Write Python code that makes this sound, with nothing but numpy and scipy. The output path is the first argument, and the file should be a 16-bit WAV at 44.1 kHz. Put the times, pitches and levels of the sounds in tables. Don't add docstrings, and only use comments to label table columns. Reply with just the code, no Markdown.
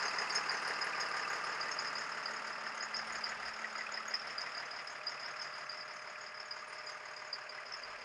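import sys
import numpy as np
from scipy import signal
from scipy.fft import rfft, irfft, next_fast_len
from scipy.io import wavfile
from scipy.ndimage import uniform_filter1d, map_coordinates

SR = 44100
rng = np.random.default_rng(int(sys.argv[2]) if len(sys.argv) > 2 else 0)


def pcm_store(signal):
    levels = np.round(np.clip(np.atleast_2d(signal), -1, 1) * 32767)
    wavfile.write(sys.argv[1], SR, levels.astype(np.int16).T)


N = 354563

# (time [s], firing rate [firings/s])
FIRING_RATE = [(0, 36.803), (1, 36.77), (2, 36.743), (3, 36.719), (4, 36.695), (5, 36.667), (6, 36.633),
               (7, 36.59), (8, 36.533)]
# (time [s], clatter level [dB], chamber ring level [dB])
WALK_LEVELS = [(0, -38, -48), (.4, -38.5, -48.5), (.9, -39.5, -51), (1.4, -40, -52.5), (1.9, -41.5, -52),
               (2.5, -43.5, -55), (2.9, -44, -56.5), (3.2, -42.5, -52.5), (3.6, -44.5, -55),
               (4.1, -45, -58.5), (4.6, -45, -54.5), (4.95, -48, -56.5), (5.3, -46, -55),
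               (5.85, -48.5, -57.5), (6.4, -49, -60), (6.9, -47.5, -56.5), (7.45, -48.5, -60),
               (8.04, -47, -60)]
# (frequency [Hz], relative density [dB per Hz])
FRONT_SPECTRUM = [(15, -62), (25, -42), (80, -34.5), (135, -31.5), (204, -16), (270, -22), (614, -8.5),
                  (685, -8.5), (1200, -1.5), (1400, -2.5), (2020, -4), (2300, -11), (2730, -10),
                  (3470, -31.5), (4400, -20.5), (5720, -64), (9680, -120)]
MIDDLE_SPECTRUM = [(15, -58), (25, -32), (96, -30.5), (141, -16.5), (171, -22), (213, -18.5), (343, -20),
                   (576, -9.5), (656, -7.5), (1080, -9), (1250, -2.5), (1660, -5.5), (1980, -4),
                   (3860, -25), (4400, -28), (5720, -59), (9680, -120)]
REAR_SPECTRUM = [(15, -67), (25, -35), (88, -39.5), (121, -21), (168, -31), (218, -21), (328, -26),
                 (474, -14.5), (563, -14.5), (601, -8.5), (780, -12), (1180, -6), (2450, -11.5),
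                 (3780, -29.5), (4400, -24), (5720, -50), (9680, -120)]
PLACE_TIMES = [0.53, 4.26, 8.2]
# (frequency [Hz], width [Hz], boost [dB])
BLOCK_RESONANCES = [(417.7, 33, 5.5), (1260, 45, 1), (1647, 115, 3.5), (2040, 72, 1.5)]
# (frequency [Hz], share of power that repeats each cycle [0-1])
REPEATED_SHARE = [(100, .92), (400, .88), (1200, .82), (2000, .55), (3500, .2)]
TURN_BANDS = [300, 550, 900, 1400, 2100, 3000]
# (clatter [dB], chamber ring [dB])
CYLINDER_LEVELS = [(3.5, 1.5), (4, 4.5), (4, 3.5), (3, 0.5), (2, -3.5), (2.5, 2.5)]
# (position [firings], frequency [Hz], peak at each of the contact times [dB] x 4)
CONTACT_BLOWS = [(0.04, 1075, -41.5, -57, -45, -63), (0.12, 1724, -57, -39.5, -50, -52),
                 (0.12, 1347, -64, -41, -47, -53), (0.54, 622, -63, -44.5, -65, -71),
                 (0.618, 986, -48, -65, -46.5, -49), (1.039, 1470, -41, -57, -51, -46.5),
                 (1.15, 363, -57, -59, -83, -77), (1.122, 948, -76, -61, -43.5, -49.5),
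                 (1.12, 2110, -45, -53, -53, -62), (1.35, 697, -57, -60, -64, -58.5),
                 (1.869, 449, -44, -72, -53, -74), (1.96, 2900, -66, -60, -54, -64),
                 (2.052, 1724, -36.5, -38.5, -43, -54), (2.12, 1950, -43, -57, -58, -50),
                 (2.21, 346, -55, -56, -73, -92), (3.08, 1270, -42, -42, -43, -56),
                 (3.18, 773, -52, -47, -57, -78), (3.292, 1160, -50, -59, -46, -48.5),
                 (4.04, 280, -56, -60, -81, -91), (4.151, 2634, -43, -44.5, -49, -51),
                 (4.961, 619, -52, -43, -61, -92), (5.04, 1360, -51, -36.5, -41.5, -58),
                 (5.299, 513, -57, -64, -79, -60.5)]
CONTACT_TIMES = [.75, 2.75, 4.5, 6.85]
# (first time [s], last time [s], frequency [Hz], first peak [dB], last peak [dB])
TAP_RUNS = [(0.115, 0.44, 2560, -40, -40), (0.4118, 0.42, 1240, -33, -33), (0.7184, 0.72, 1920, -33, -32),
            (0.937, 0.94, 2460, -35, -35), (1.088, 1.25, 2670, -42, -38), (1.693, 2.02, 1950, -34, -41),
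            (2.2873, 2.29, 1870, -35, -35), (3.021, 3.03, 1250, -39, -38), (3.6474, 3.82, 1952, -30, -32),
            (3.9775, 4.47, 1910, -32, -38), (3.757, 3.92, 1290, -36, -43), (3.793, 3.8, 2030, -35, -35),
            (3.844, 4.01, 1275, -38, -40), (3.8698, 3.87, 2470, -36, -34.5),
            (5.0161, 5.34, 2480, -44, -39.5), (5.232, 5.39, 1850, -43, -50), (5.613, 5.78, 1890, -48, -45),
            (5.996, 6.16, 2370, -47, -42.5), (6.629, 6.96, 1217, -38.5, -39), (7.468, 7.96, 2450, -49, -49),
            (7.587, 7.75, 1990, -40, -45)]
# (frequency [Hz], width at half gain [Hz], relative level [dB])
GAS_MODES = [(5034, 490, 0.5), (6690, 770, -11), (9200, 1600, -26.5), (11960, 700, -41)]
# (time [s], frequency [Hz], peak [dB])
LOUD_RINGS = [(0.0589, 6350, -38.5), (0.0841, 4860, -32), (0.1866, 6370, -42), (0.1881, 5070, -29),
              (0.2943, 8780, -53), (0.3063, 4750, -32), (0.3284, 6500, -39), (0.353, 9230, -44.5),
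              (0.3562, 6530, -33), (0.3604, 5150, -26.5), (0.378, 5270, -33), (0.4974, 4910, -26),
              (0.5198, 9060, -53), (0.6211, 8950, -51), (0.6775, 9300, -46.5), (0.6815, 12520, -66),
              (0.8166, 5030, -30.5), (0.8461, 10330, -50.5), (1.0042, 11990, -65), (0.8725, 12120, -69),
              (1.003, 5280, -38), (1.0094, 6570, -37), (1.0162, 4970, -34.5), (1.0895, 9280, -55),
              (1.1678, 8850, -56), (1.3035, 11950, -61), (1.3045, 6660, -41), (1.334, 10160, -61),
              (1.3405, 6680, -45), (1.3624, 12090, -68), (1.4442, 9300, -54), (1.6143, 4800, -31),
              (1.6318, 5060, -41), (1.7174, 5250, -34.5), (1.7171, 6480, -37), (1.7914, 4970, -28),
              (1.8008, 6750, -41.5), (1.8518, 5260, -41), (1.8737, 5050, -33.5), (1.957, 4900, -34),
              (1.983, 5160, -35.5), (1.994, 6760, -43.5), (2.2604, 4870, -29.5), (2.339, 6670, -43.5),
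              (2.6746, 5260, -42), (2.7542, 9230, -58), (2.7787, 6440, -44), (2.8101, 4980, -34),
              (2.8284, 6720, -37), (2.8371, 5120, -39), (2.9463, 5010, -30.5), (2.9688, 6600, -41),
              (2.9695, 5330, -31.5), (2.9922, 5020, -36), (3.073, 9160, -54), (3.1252, 6740, -42.5),
              (3.1334, 9130, -55), (3.2432, 4910, -27), (3.296, 6780, -47), (3.4676, 4970, -42),
              (3.4816, 8650, -59), (3.762, 4880, -39), (3.7827, 6770, -45), (3.923, 6750, -42),
              (3.944, 5090, -37), (3.977, 5100, -36), (4.0812, 12260, -65), (4.0835, 6610, -38.5),
              (4.1122, 5000, -41), (4.1436, 11760, -73), (4.144, 5130, -24.5), (4.199, 5320, -38.5),
              (4.2733, 9450, -60), (4.3077, 5200, -41.5), (4.384, 4890, -30), (4.4125, 6060, -49),
              (4.4185, 5060, -32.5), (4.552, 4870, -39), (4.581, 4940, -35), (4.5761, 6620, -48),
              (4.7153, 4970, -37), (4.7422, 5150, -44), (4.8759, 5080, -36.5), (4.9054, 6480, -48),
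              (5.071, 4910, -29.5), (5.0959, 5300, -39), (5.0994, 6780, -53), (5.1214, 6500, -51),
              (5.199, 5040, -39), (5.2346, 4990, -40), (5.261, 11960, -77), (5.2615, 5230, -39),
              (5.399, 5200, -38), (5.4184, 5090, -35), (5.4272, 6400, -46), (5.5414, 4900, -41),
              (5.6976, 4870, -33), (5.7295, 4900, -40), (5.7808, 5150, -40.5), (5.8108, 4900, -38),
              (6.2114, 4960, -45), (6.216, 6700, -48.5), (6.2673, 4960, -44), (6.377, 4970, -44),
              (6.4042, 5220, -40.5), (6.4608, 6760, -51), (6.5135, 4940, -32.5), (6.6838, 9150, -56),
              (6.7317, 8860, -57), (6.7881, 5160, -43), (6.8642, 6820, -50), (6.8719, 4900, -37.5),
              (6.9013, 4900, -44), (6.9218, 6400, -48), (7.1675, 4920, -42), (7.2775, 6690, -52),
              (7.3325, 4845, -28.5), (7.497, 4860, -38), (7.6686, 4950, -44), (7.724, 5270, -38),
              (7.7254, 6000, -50), (7.7399, 5190, -35.5), (7.7738, 6700, -50.5), (7.8373, 4840, -37.5)]
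# (frequency [Hz], spread either way [Hz], rate [1/s], least peak re chamber ring [dB])
STRAY_RINGS = [(5120, 250, 8.0, 1), (6500, 340, 9.0, -6), (8970, 450, 14.0, -20.5), (12170, 450, 14.0, -37)]
# (frequency [Hz], relative density [dB per Hz])
HISS_SPECTRUM = [(1800, -31.5), (3000, -19), (4000, -27), (5000, -9), (5900, -22.5), (7000, -23),
                 (8300, -32.5), (10000, -33.5), (11400, -49), (13500, -57), (16000, -60)]
# (time [s], highest level [dB])
HARD_PUFFS = [(0.3501, -45), (1.0006, -49.5), (1.1707, -49), (1.3309, -54.5), (1.4701, -58),
              (1.7144, -56.5), (1.9894, -54), (2.3101, -54.5), (2.4718, -51), (2.9637, -55.5),
              (3.2939, -54.5), (4.1424, -59.5), (4.4114, -56.5), (4.8763, -56.5), (5.4214, -58),
              (6.4014, -62.5), (6.8967, -53)]
HUM_ORDERS = [1, 4, 6, 8, 50 / 3, 32.5, 33]
# (usual level [dB],
# level towards which the stretch moves [dB], rising edge [s], falling edge [s], slow swing [dB])
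HUM_LEVELS = [(-45, -41, 4, 3.6, 1), (-46, -31.5, -0.5, 4.4, .5), (-37.5, -22, 1.7, 4.54, .5),
              (-37, -32.5, -0.5, 1.1, 2.0), (-28.5, -12.5, 4.5, 8.04, 1.1), (-19, -14, 1.5, 2, 4),
              (-19.5, -12, 0.5, 1.2, 3)]
# (start [s], end [s], level [dB])
WIND_GUSTS = [(2.97, 3.2, -69), (3.278, 3.56, -68.5), (7.7, 8.1, -75)]

FIRST_FIRING = .15
CYCLE_S, TAP_SPREAD_DB = .1637, 1.5
ECHO_S, ECHO_DB = .012, -9.5
TICK_AFTER, TICK_SPREAD = .3, .25
HISS_UNDER_DB, HISS_FADE_DB_PER_S = 13.5, 0.26
HUM_EDGE_S, GUST_EDGE_S = 0.37, .03
CUTOFF_HZ = 15750


def clatter(crank, cylinder_db):
    size, count = 7200, 9
    patterns = rng.standard_normal((count, size))
    shared = np.tile(rng.standard_normal((count, size // 6)), 6)
    patterns = patterns + .35 * shared
    wobbling_crank = crank + .0008 * drift(7.0)
    angle = (wobbling_crank / 6 % 1 * size).astype(int) % size
    blend = np.arange(N) / N * (count - 1)
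    older, turn = blend.astype(int), blend % 1 * np.pi / 2
    repeated = np.cos(turn) * patterns[older, angle] + np.sin(turn) * patterns[older + 1, angle]
    fresh = rng.standard_normal(N)
    share = lambda hz: np.sqrt(np.clip(at_hz(REPEATED_SHARE, hz), 0, 1))
    blows = filtered(repeated, share) + filtered(fresh, lambda hz: np.sqrt(1 - share(hz) ** 2))
    blows = blows * firing_pulse(crank, rise=0.13, fall=0.47, rest_db=9.5) * from_db(cylinder_db)
    blows = in_turns(blows, crank, lump_db=2.0)
    return through_block(blows)


def in_turns(blows, crank, lump_db):
    centres, out = np.log(TURN_BANDS), 0
    for k in range(len(centres)):
        loud = rng.standard_normal((8, 15))
        place = [np.arange(N) / N * 7, crank / 6 % 1 * 15]
        gain = map_coordinates(loud, place, order=1, mode="grid-wrap")
        part = filtered(blows, lambda hz: np.interp(np.log(hz + 1), centres, np.eye(len(centres))[k]))
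        out = out + from_db(lump_db * gain) * part
    return out


def through_block(blows):
    boost = lambda hz: sum(db / (1 + (2 * (hz - f) / width) ** 2) for f, width, db in BLOCK_RESONANCES)
    out = 0
    for k, spectrum in enumerate([FRONT_SPECTRUM, MIDDLE_SPECTRUM, REAR_SPECTRUM]):
        near = np.interp(np.arange(N) / SR, PLACE_TIMES, np.eye(3)[k])
        heard = filtered(blows, lambda hz: from_db(at_hz(spectrum, hz) + boost(hz)))
        out = out + near * rms_one(heard)
    return out


def contacts(turned):
    out, t, clock = 0, np.arange(2000) / SR, np.arange(N) / SR
    for position, hz, *db in CONTACT_BLOWS:
        chance = rng.standard_normal((int(turned[-1] / 6), 2))
        times = np.interp(position + 6 * np.arange(len(chance)), turned, clock)
        peak_s = 0.001153 + 1.1 / hz
        starts = times - peak_s + .00006 * chance[:, 0]
        peak_db = np.interp(times, CONTACT_TIMES, db) + 2.1 * chance[:, 1]
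        clicks = np.zeros(N)
        clicks[np.maximum(SR * starts, 0).astype(int)] = from_db(peak_db)
        ring = t / peak_s * np.exp(1 - t / peak_s) * np.sin(2 * np.pi * hz * t)
        out = out + signal.oaconvolve(clicks, ring)[:N]
    return out


def taps():
    rows = []
    for first, last, hz, *ends in TAP_RUNS:
        for s in np.arange(first, max(first, last) + CYCLE_S / 2, CYCLE_S):
            rows.append((s, hz, np.interp(s, [first, last], ends)))
    s, hz, db = np.transpose(rows)
    db = db + TAP_SPREAD_DB * rng.standard_normal(len(s))
    return rings(s, hz, db, rise_s=0.0021, fall_s=0.0031, tail_db=-14.5, tail_t60=0.11, tail_width_hz=160)


def chamber(crank, ring_db):
    firing, out = crank.astype(int), 0
    pulse = firing_pulse(crank, rise=0.22, fall=0.31, rest_db=1.5)
    for hz, width_hz, db in GAS_MODES:
        chance_db = 4.7 * np.clip(rng.standard_normal(firing[-1] + 1), -2, 1)
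        strength_db = np.array(CYLINDER_LEVELS)[firing % 6, 1] + chance_db[firing]
        smooth_db = uniform_filter1d(strength_db, size=200)
        burning = rng.standard_normal(N) * pulse * from_db(smooth_db)
        mode = filtered(burning, lambda f: 1 / (1 + (2 * (f - hz) / width_hz) ** 2))
        out = out + from_db(db) * rms_one(mode)
    return from_db(ring_db) * rms_one(out)


def knocks():
    s, hz, db = np.transpose(LOUD_RINGS)
    direct = rings(s, hz, db, rise_s=0.0022, fall_s=0.0023, tail_db=-7.0, tail_t60=0.095, tail_width_hz=300)
    lag = round(ECHO_S * SR)
    return direct + from_db(ECHO_DB) * np.pad(direct, (lag, 0))[:N]


def ticks(crank, ring_db):
    out = 0
    for hz, spread_hz, per_s, db in STRAY_RINGS:
        when, pitch, strength, late = rng.random((150, 4))[:int(per_s * N / SR)].T
        at = np.floor(when * crank[-1]) + TICK_AFTER + TICK_SPREAD * (late - .5)
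        times = np.interp(at, crank, np.arange(N) / SR)
        pitch_hz = hz + spread_hz * (2 * pitch - 1)
        out = out + rings(times, pitch_hz, db + 9.4 * strength, rise_s=0.0043, fall_s=0.0052,
                          tail_db=-10.0, tail_t60=0.13, tail_width_hz=257)
    return from_db(ring_db) * out


def hiss(crank, hiss_db):
    firing = crank.astype(int)
    chance_db = 0.93 * rng.standard_normal(firing[-1] + 1)
    puff_db = chance_db[firing] * np.sin(np.pi * (crank % 1))
    level = from_db(hiss_db + puff_db) * firing_pulse(crank, rise=.2, fall=0.22, rest_db=4.0)
    for s, db in HARD_PUFFS:
        since = np.arange(N) / SR - s
        level = level + from_db(db) * np.exp(-np.abs(since) / np.where(since < 0, .003, .007))
    noise = filtered(rng.standard_normal(N), lambda hz: from_db(at_hz(HISS_SPECTRUM, hz)))
    return level * rms_one(noise)


def hum(crank, clatter_db):
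    out = 0
    for order, (usual_db, toward_db, rising_s, falling_s, swing_db) in zip(HUM_ORDERS, HUM_LEVELS):
        db = usual_db + (toward_db - usual_db) * stretch(rising_s, falling_s, HUM_EDGE_S)
        db = db + swing_db * drift(1.51) + 1.5 * drift(8.0)
        line = np.sqrt(2) * np.sin(2 * np.pi * (order * crank + rng.random()))
        out = out + from_db(clatter_db + db) * line
    return out


def wind():
    noise = filtered(rng.standard_normal(N), lambda hz: hz / (hz + 30) / (1 + (hz / 110) ** 2))
    level = sum(from_db(db) * stretch(from_s, to_s, GUST_EDGE_S) for from_s, to_s, db in WIND_GUSTS)
    return level * from_db(2.2 * drift(25.0)) * rms_one(noise)


def firing_pulse(crank, rise, fall, rest_db):
    since = crank % 1
    pulse = (1 - np.exp(-since / rise)) * np.exp(-since / fall) * (1 - since ** 4)
    return rms_one(pulse / pulse.max() + from_db(rest_db))


def rings(times, hz, peak_db, rise_s, fall_s, tail_db, tail_t60, tail_width_hz):
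    before = 400
    t = np.arange(-before, 3600) / SR
    burst = np.where(t < 0, np.exp(-.5 * (t / rise_s) ** 2), np.exp(-np.abs(t) / fall_s))
    tail = from_db(tail_db - 60 * t / tail_t60) * np.clip(t / fall_s, 0, 1)
    chance = rng.standard_normal((len(times), 2, 200))
    steps = np.clip(np.arange(len(t)) * 2 * tail_width_hz / SR, 0, 198)
    out = np.zeros(N + 2 * len(t))
    for s, f, gain, (a, b) in zip(times, hz, from_db(peak_db), chance):
        waver = np.interp(steps, np.arange(200), a + 1j * b)
        tone = np.exp(2j * np.pi * f * t + 6j * a[-1])
        start = round(s * SR) + len(t) - before
        out[start:start + len(t)] += gain * np.real((burst + tail * waver) * tone)
    return out[len(t):len(t) + N]


def stretch(rising_s, falling_s, edge_s):
    t = np.arange(N) / SR
    return (np.tanh((t - rising_s) / edge_s) - np.tanh((t - falling_s) / edge_s)) / 2


def drift(rate):
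    knots = rng.standard_normal(int(rate * N / SR) + 8)
    return rms_one(map_coordinates(knots, [2 + rate * np.arange(N) / SR], order=3))


def filtered(x, gain_at):
    size = next_fast_len(N + 4096)
    hz = np.arange(size // 2 + 1) * SR / size
    return irfft(rfft(x, size) * gain_at(hz), size)[:N]


def at_hz(points, hz):
    table = np.array(points)
    return np.interp(np.log(hz + 1), np.log(table[:, 0]), table[:, 1])


def in_time(rows):
    s, *columns = np.transpose(rows)
    return [np.interp(np.arange(N) / SR, s, column) for column in columns]


def from_db(db):
    return 10 ** (np.asarray(db) / 20)


def rms_one(x):
    return x / np.sqrt(np.mean(x ** 2) + 1e-20)


def scene():
    turned = np.cumsum(in_time(FIRING_RATE)[0]) / SR
    crank = FIRST_FIRING + turned
    clatter_db, ring_db = in_time(WALK_LEVELS)
    hiss_db = clatter_db - HISS_UNDER_DB - HISS_FADE_DB_PER_S * np.arange(N) / SR
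    cylinder_db = np.array(CYLINDER_LEVELS)[crank.astype(int) % 6, 0]
    cylinder_db = uniform_filter1d(cylinder_db, size=150)
    block = from_db(clatter_db) * clatter(crank, cylinder_db) + contacts(turned) + taps()
    gas = chamber(crank, ring_db) + knocks() + ticks(crank, ring_db)
    mix = block + gas + hiss(crank, hiss_db) + hum(crank, clatter_db) + wind()
    return mix[None]


def record(dry):
    bass_cut = signal.butter(2, 30.0, "high", fs=SR, output="sos")
    top_cut = signal.ellip(10, .5, 60, CUTOFF_HZ, fs=SR, output="sos")
    return signal.sosfilt(top_cut, signal.sosfilt(bass_cut, dry))


dry = scene()
out = record(dry)
pcm_store(out)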